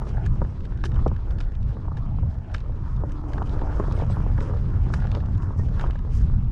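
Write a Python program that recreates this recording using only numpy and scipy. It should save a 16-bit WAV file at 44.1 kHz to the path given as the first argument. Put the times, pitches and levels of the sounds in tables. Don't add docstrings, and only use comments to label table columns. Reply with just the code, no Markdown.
import sys
import numpy as np
from scipy import signal
from scipy.fft import rfft, irfft, next_fast_len
from scipy.io import wavfile
from scipy.ndimage import uniform_filter1d

SR = 44100
rng = np.random.default_rng(int(sys.argv[2]) if len(sys.argv) > 2 else 0)


def elevation(decibels):
    levels = np.asarray(decibels, float)
    return 10 ** (levels / 20)


def unload_wav(signal):
    wavfile.write(
        sys.argv[1],
        SR,
        np.round(np.clip(np.atleast_2d(signal).T, -1, 1) * 32767).astype(np.int16),
    )


N = 287245
t = np.arange(N) / SR

# t/s, gust strength/dB (used relative to its mean)
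GUST_DB = [(0, -28), (.07, -31), (.16, -22), (.22, -28), (.31, -20), (.37, -25), (.43, -20.5), (.5, -29),
           (.82, -30), (.87, -25), (1.1, -20), (1.23, -33), (1.34, -26), (1.52, -30.5), (1.64, -23.5),
           (1.72, -28), (1.96, -28.5), (2.23, -22), (2.33, -30), (2.59, -31), (2.99, -25), (3.17, -31),
           (3.4, -26), (3.75, -27.5), (3.93, -23), (4.42, -24), (4.47, -28.5), (4.66, -24), (5.33, -23),
           (5.55, -26.5), (5.64, -23), (6.05, -26.5), (6.2, -19.5), (6.31, -23), (6.39, -19), (6.51, -24)]
# t/s, lean/dB
LEAN_DB = [(0, .5), (.85, .5), (1.1, -1), (1.6, -2.5), (2.0, 1), (2.6, -.5), (3.2, -.5), (3.5, 2),
           (3.75, -2.5), (3.95, 1.5), (5.6, 1), (6.05, -2), (6.25, 1.5), (6.51, -2.5)]
# f/Hz, relative level/dB
DEEP_SPECTRUM = [(5, -38.5), (12, -3.5), (25, 7), (45, 5.5), (60, 5.5), (75, -23.5), (120, -60)]
# f/Hz, relative level/dB
UPPER_SPECTRUM = [(30, -44), (55, -7), (75, 3.5), (120, -1), (150, -7.5), (220, -15.5), (300, -25.5),
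                  (450, -52), (900, -81.5)]
# t/s, level/dB
GROUND_DB = [(0.0, -43.5), (0.27, -45.5), (0.54, -48.5), (0.8, -49.5), (1.01, -43), (1.16, -48.5),
             (1.72, -50.5), (2.1, -49.5), (2.65, -51.5), (3.79, -39), (4.86, -45), (5.0, -43),
             (5.26, -46.5), (5.51, -46.5), (5.69, -45), (5.8, -38.5), (5.93, -48), (6.51, -51.5)]
# peak t/s, rustle level/dB, treble swish above it/dB, length/s
SCUFFS_DB = [(.08, -65, 1, .1), (0.258, -59, -3, 0.021), (.45, -70, -7, .1), (.62, -72.5, -6, 0.105),
             (0.852, -56, 4, 0.031), (1.0, -75, -10, 0.078), (1.125, -64, -17, 0.071),
             (1.315, -63, -8, 0.051), (1.403, -58.5, -6.5, 0.064), (1.69, -67.5, -2, 0.055),
             (1.978, -54.5, -16, 0.036), (2.31, -68, -4, 0.074), (2.553, -54, -8, .08),
             (2.87, -66, -4, .12), (3.29, -65, 0, .05), (3.345, -61, -2, 0.031), (3.46, -64, -1, .06),
             (3.953, -56.5, -9, 0.17), (4.106, -58, -3, 0.076), (4.275, -57, -11, 0.11),
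             (4.426, -56.5, -2.5, 0.069), (4.59, -61.5, -10, 0.048), (4.94, -53, -2, 0.083),
             (5.06, -62, -9, .1), (5.16, -63, -5, .05), (5.3, -70, -6, .1), (5.43, -65, 2, .06),
             (5.59, -60.5, 2.5, 0.066), (5.74, -60, -9, .08), (5.81, -55, -5, .07), (6.15, -58, 3, .12),
             (6.239, -58.5, -17, 0.13)]
# f/Hz, relative level/dB
SHAKE_SPECTRUM = [(120, -46.5), (280, 5), (450, 1.5), (720, -4), (950, -2.5), (1300, -6), (1750, -15.5),
                  (2000, -23.5), (2600, -33.5), (5000, -79)]
# f/Hz, relative level/dB
RUSTLE_SPECTRUM = [(800, -43), (1800, 5.5), (3100, 2), (4200, -2.5), (5500, -14.5), (8000, -50)]
# f/Hz, relative level/dB
SWISH_SPECTRUM = [(3000, -34), (5000, -1), (6500, -4.5), (8500, -11.5), (11000, -18), (13000, -36.5),
                  (15000, -76.5)]
# t/s, drive level/dB, hardness (high modes) above it/dB
KNOCK_EVENTS = [(.016, -40.5, 5.5), (.067, -41.5, -8), (.415, -32, 3), (.837, -46.5, 11), (.989, -54, 14),
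                (1.06, -20, -8), (1.113, -40, 0), (1.767, -46, -4), (1.88, -44.5, 5), (1.916, -45, 6),
                (2.184, -53, 12.5), (2.231, -43, -3), (2.693, -42, -19.5), (3.018, -48, 1),
                (3.034, -31.5, -14), (3.38, -52.5, 14.5), (3.417, -41, 11), (3.547, -45, -9),
                (3.565, -39, -19), (3.616, -30.5, -12), (3.633, -36, -20), (3.67, -46, 3), (3.705, -48, 5),
                (3.724, -50, 12), (3.779, -46, 0), (3.796, -28, -1.5), (3.836, -32.5, -10),
                (3.88, -32.5, -20), (3.975, -40, -8), (3.997, -34, -4), (4.019, -30.5, -7),
                (4.097, -33, -17), (4.167, -44, 8.5), (4.262, -40, -5), (4.383, -40, 5.5), (4.509, -48, 9),
                (4.534, -47, 8), (4.864, -46, 3), (4.9, -47.5, 10), (4.937, -54, 19), (5.043, -40, -12),
                (5.148, -45.5, 8.5), (5.168, -38, -12), (5.504, -44.5, 5.5), (5.592, -41, -13),
                (5.809, -48, 11), (5.838, -33.5, 1.5), (5.952, -45.5, -3.5)]
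# f/Hz, nominal width/Hz, relative level/dB
FRAME_LOW_MODES = [(214, 52, -0.5), (336, 110, -1.5), (412, 54, 0.5), (523, 140, 0.5), (690, 560, -3)]
# f/Hz, nominal width/Hz, relative level/dB
FRAME_HIGH_MODES = [(955, 81, 18.5), (1161, 276, 24), (1400, 400, -22.5), (1750, 300, -29)]
# t/s, drive level/dB, body above it/dB, brightness above it/dB
SNAP_EVENTS = [(.0677, -59, 1, -3), (.0907, -54.5, -13, 1), (.1705, -59.5, 10, -4), (.2613, -48, 7.5, 4.5),
               (.605, -56, -2, -11), (.6508, -51, -2, -9), (.7727, -55.5, -3, -10), (.8135, -63, 0, -14),
               (.838, -39.5, -2, -24), (.8491, -49, -5, 5.5), (.8542, -40, -1.5, -3), (.8614, -45, -3, -7),
               (.917, -55, 1, -14), (.9428, -54, -7, -13), (.9577, -51, -6, -14), (.992, -57, 7, -10),
               (1.0776, -50, -9, -1), (1.1623, -55, 3, -26), (1.3064, -53, 0.5, -2.5),
               (1.3842, -50.5, -3, -14.5), (1.4028, -45, -2.5, -10), (1.4093, -46, -7, -9),
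               (1.518, -66, 12, 4), (1.551, -55.5, -11, -13), (1.6273, -56, -6, -10),
               (1.9693, -49.5, -2, -12), (2.5411, -41, -12, -12), (2.5445, -38.5, 2.5, -26),
               (2.5544, -55, 0, -9), (2.563, -54, -10, -11), (2.5807, -52, -5, -12),
               (2.604, -54, -3, -13.5), (2.9627, -58, -7, -3), (3.0933, -59, -2, -1), (3.119, -59, -9, 9),
               (3.333, -46, 1, -10.5), (3.379, -53.5, 10, -15), (3.424, -53.5, -1, -12.5),
               (3.494, -49.5, -5, -7), (3.5915, -60, 8, -9), (3.6127, -58, 5, -12), (3.7955, -57, 9, 3),
               (3.8374, -60, 3, 0), (3.877, -62, 6, 4), (3.922, -46.5, -8, -.5), (3.9644, -51, -8, -10),
               (3.9881, -54, -1, -6), (4.119, -50.5, -10, -13), (4.3789, -58, 15.5, -2),
               (4.4046, -45.5, -1, -10), (4.5466, -60, 1, -13), (4.5687, -57, -1, -13),
               (4.937, -37.5, 0.5, -5.5), (5.0013, -49, -9, -22), (5.041, -60, 2, -7),
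               (5.0692, -51.5, 3, -17), (5.115, -43, -15, -12), (5.1488, -44, -1.5, -14),
               (5.2025, -58, 0, -8), (5.2589, -55.5, 0, -5), (5.377, -62, -5, 8.5), (5.4211, -58.5, -1, -1),
               (5.685, -59, 4, -11), (5.7944, -47, 7, -9), (5.8105, -46, -1, -3), (5.8676, -55, -5, -10),
               (5.906, -48, -2, -7), (5.9549, -59.5, 7, -2), (5.9893, -56, -2, -3), (6.1337, -60, 0, 3),
               (6.155, -58, -5, 5)]
# f/Hz, nominal width/Hz, relative level/dB
CASE_MIDDLE_MODES = [(2680, 360, -3), (3076, 330, 1.5), (3650, 450, -0.5), (4340, 1760, -4.5)]
# f/Hz, nominal width/Hz, relative level/dB
CASE_BODY_MODES = [(950, 260, -10), (1280, 300, -3.5), (1450, 210, 4), (1630, 180, 7.5)]
# f/Hz, nominal width/Hz, relative level/dB
CASE_HIGH_MODES = [(5270, 2400, 10), (6330, 2200, 4.5), (8200, 2200, -14), (10800, 2500, -14.5)]
# t/s, ring f/Hz, level before flicker/dB, length/s
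TINK_EVENTS = [(3.942, 8580, -66, .055), (3.972, 2160, -56, 0.034), (4.103, 7960, -64, .04),
               (4.125, 11250, -67, .045), (4.128, 12810, -78, .045), (5.586, 1846, -54, 0.044)]


def wind():
    gust_db, = columns(GUST_DB)
    lean_db, = columns(LEAN_DB)
    deep_db = follow(gust_db, at_mean_db=-25.3, slope=.9) - lean_db
    upper_db = follow(gust_db, at_mean_db=-26.7, slope=1.01) + lean_db + 0.56 * walk(25)
    deep = shaped(rng.standard_normal(N), DEEP_SPECTRUM)
    upper = shaped(rng.standard_normal(N), UPPER_SPECTRUM)
    return deep * elevation(deep_db) + upper * elevation(upper_db)


def rolling():
    scuff_jolt_db = 10.5
    ground_db, = columns(GROUND_DB)
    brush, swish = scuffs()
    unevenness = walk(21.89)

    jolts = shaped(grains(400, spread_db=3.5, hiss=1.3), SHAKE_SPECTRUM)
    shake = patchy(jolts, 120 * 1.5 ** np.arange(10), patchy_db=3.0, rate_hz=18)
    shake *= elevation(1.1 * unevenness + 0.49 * walk(40))

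    stalks, tips = (grains(1200, spread_db=3.0, hiss=1.8) * elevation(0.81 * unevenness + 1.7 * walk(60))
                    for _ in range(2))
    rustle = patchy(shaped(stalks, RUSTLE_SPECTRUM), 800 * 1.6 ** np.arange(6), patchy_db=3.0, rate_hz=33)
    treble = shaped(0.74 * stalks + tips, SWISH_SPECTRUM)

    shake_gain = np.hypot(elevation(ground_db), elevation(scuff_jolt_db) * brush)
    rustle_gain = np.hypot(elevation(follow(ground_db, at_mean_db=-66, slope=0.61)), brush)
    treble_gain = np.hypot(elevation(follow(ground_db, at_mean_db=-74.5, slope=.9)), swish)
    return shake * shake_gain + rustle * rustle_gain + treble * treble_gain


def scuffs():
    rise_share = .4
    peak_s, rustle_db, swish_db, length_s = np.transpose(SCUFFS_DB)[:, :, None]
    coarse_s = t[::32]
    time_constant_s = length_s / 2 * np.where(coarse_s < peak_s, rise_share, 1)
    swell = np.exp(-np.abs(coarse_s - peak_s) / time_constant_s)
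    return [np.interp(t, coarse_s, np.linalg.norm(elevation(level_db) * swell, axis=0))
            for level_db in (rustle_db, rustle_db + swish_db)]


def knocks():
    return blows(KNOCK_EVENTS, [FRAME_LOW_MODES, FRAME_HIGH_MODES], t60_s=.03, t60_s_per_db=.0002,
                 first=6.05, lumpy_db=1.0, rise_s=0.00147, contact_s=.0002, lag_s=0.00091)


def snaps():
    faint_count, scatter_db = 30, 2.5
    mean_db = (-65, 0, -8.5)
    faint_s = rng.random(faint_count) * t[-1]
    faint_db = mean_db + scatter_db * rng.standard_normal((faint_count, 3))
    events = [*SNAP_EVENTS, *np.c_[faint_s, faint_db]]
    return blows(events, [CASE_MIDDLE_MODES, CASE_BODY_MODES, CASE_HIGH_MODES], t60_s=.019,
                 t60_s_per_db=.0002, first=2, lumpy_db=4.3, rise_s=.0008, contact_s=.00002, lag_s=.0001)


def tinks():
    out = np.zeros(N)
    for start_s, f_hz, level_db, length_s in TINK_EVENTS:
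        progress = np.clip((t - start_s) / length_s, 0, 1)
        envelope = np.sin(np.pi * progress ** 0.52) ** 0.44
        out += elevation(level_db + 3.2 * walk(130)) * envelope * np.sin(2 * np.pi * f_hz * t)
    return out


def hum():
    start_s, end_s, attack_s, release_s, level_db = 2.97, 3.95, 0.088, .1, -43
    mode = (289, 11, 0)  # f/Hz, nominal width/Hz, level/dB
    tone = unit(ring(rng.standard_normal(N), [mode]))
    gate = np.clip(np.minimum((t - start_s) / attack_s, (end_s - t) / release_s), 0, 1)
    return tone * gate * elevation(level_db)


def blows(events, parts, t60_s, t60_s_per_db, first, lumpy_db, rise_s, contact_s, lag_s):
    count = len(parts)
    drive = np.zeros((count, N + 8192))
    tau = np.arange(4096) / SR
    mean_db = np.mean([e[1] for e in events])
    for start_s, level_db, *colour_db in events:
        tail_s = max(t60_s + t60_s_per_db * (level_db - mean_db), .004)
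        fade = (1 - np.exp(-tau / rise_s)) * np.exp(-np.log(1000) * tau / tail_s)
        lumps = elevation(lumpy_db * np.repeat(rng.standard_normal((count, 64)), 64, axis=1))
        burst = lumps * rng.standard_normal((count, 4096)) * fade
        burst *= np.linalg.norm(fade) / np.linalg.norm(burst, axis=1, keepdims=True)
        burst[:, int(rise_s * SR)] += first
        i = int(start_s * SR)
        part_db = level_db + np.array([0, *colour_db])
        drive[:, i:i + 4096] += burst * elevation(part_db)[:, None]
    lag = lag_s * (np.arange(count) == 0)[:, None]
    push = np.exp(-.5 * ((tau[:512] - 4 * contact_s - lag) / contact_s) ** 2)
    drive = signal.fftconvolve(drive, push / push[1].sum(), axes=1)
    return sum(ring(d, modes) for d, modes in zip(drive, parts))


def ring(x, modes):
    tau = np.arange(2048) / SR
    body = np.zeros(2048)
    for f_hz, width_hz, level_db in modes:
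        decay = np.exp(-np.pi * width_hz * tau)
        swell = 1 - np.exp(-3.5 * np.pi * width_hz * tau)
        body += elevation(level_db) * width_hz * decay * swell * np.sin(2 * np.pi * f_hz * tau)
    return signal.fftconvolve(x, body / np.max(np.abs(body)))[:N]


def grains(rate_hz, spread_db, hiss):
    size_db = spread_db * np.minimum(rng.exponential(size=N), 4)
    clicks = (rng.random(N) < rate_hz / SR) * rng.standard_normal(N) * elevation(size_db)
    return unit(clicks) + hiss * rng.standard_normal(N)


def patchy(x, edges_hz, patchy_db, rate_hz):
    size = next_fast_len(N)
    spectrum = rfft(x, size)
    f_hz = np.arange(size // 2 + 1) * SR / size
    out = np.zeros(N)
    for low_hz, high_hz in zip(edges_hz[:-1], edges_hz[1:]):
        band = irfft(spectrum * (f_hz >= low_hz) * (f_hz < high_hz), size)[:N]
        out += band * elevation(patchy_db * walk(rate_hz))
    return out


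def shaped(x, spectrum):
    hz, db = np.transpose(spectrum)
    size = next_fast_len(N)
    f_hz = np.arange(size // 2 + 1) * SR / size + 1
    gain = elevation(np.interp(np.log(f_hz), np.log(hz), db)) * (f_hz > hz[0]) * (f_hz < hz[-1])
    return unit(irfft(rfft(x, size) * gain, size)[:N])


def walk(rate_hz):
    k = int(SR / rate_hz)
    held = np.repeat(rng.standard_normal(N // k + 1), k)
    return unit(uniform_filter1d(uniform_filter1d(held, k), k)[:N])


def follow(control_db, at_mean_db, slope):
    return at_mean_db + slope * (control_db - control_db.mean())


def columns(table):
    s, *cols = np.transpose(table)
    return [np.interp(t, s, c) for c in cols]


def unit(x):
    return x / np.sqrt(np.mean(x ** 2))


def scene():
    return (wind() + rolling() + knocks() + snaps() + tinks() + hum())[None]


def low_pass(x):
    return signal.sosfilt(signal.butter(12, 14200, fs=SR, output="sos"), x)


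def record(dry):
    ceiling = .42
    mix = ceiling * np.tanh(dry / ceiling)
    return low_pass(mix)


dry = scene()
out = record(dry)
unload_wav(out)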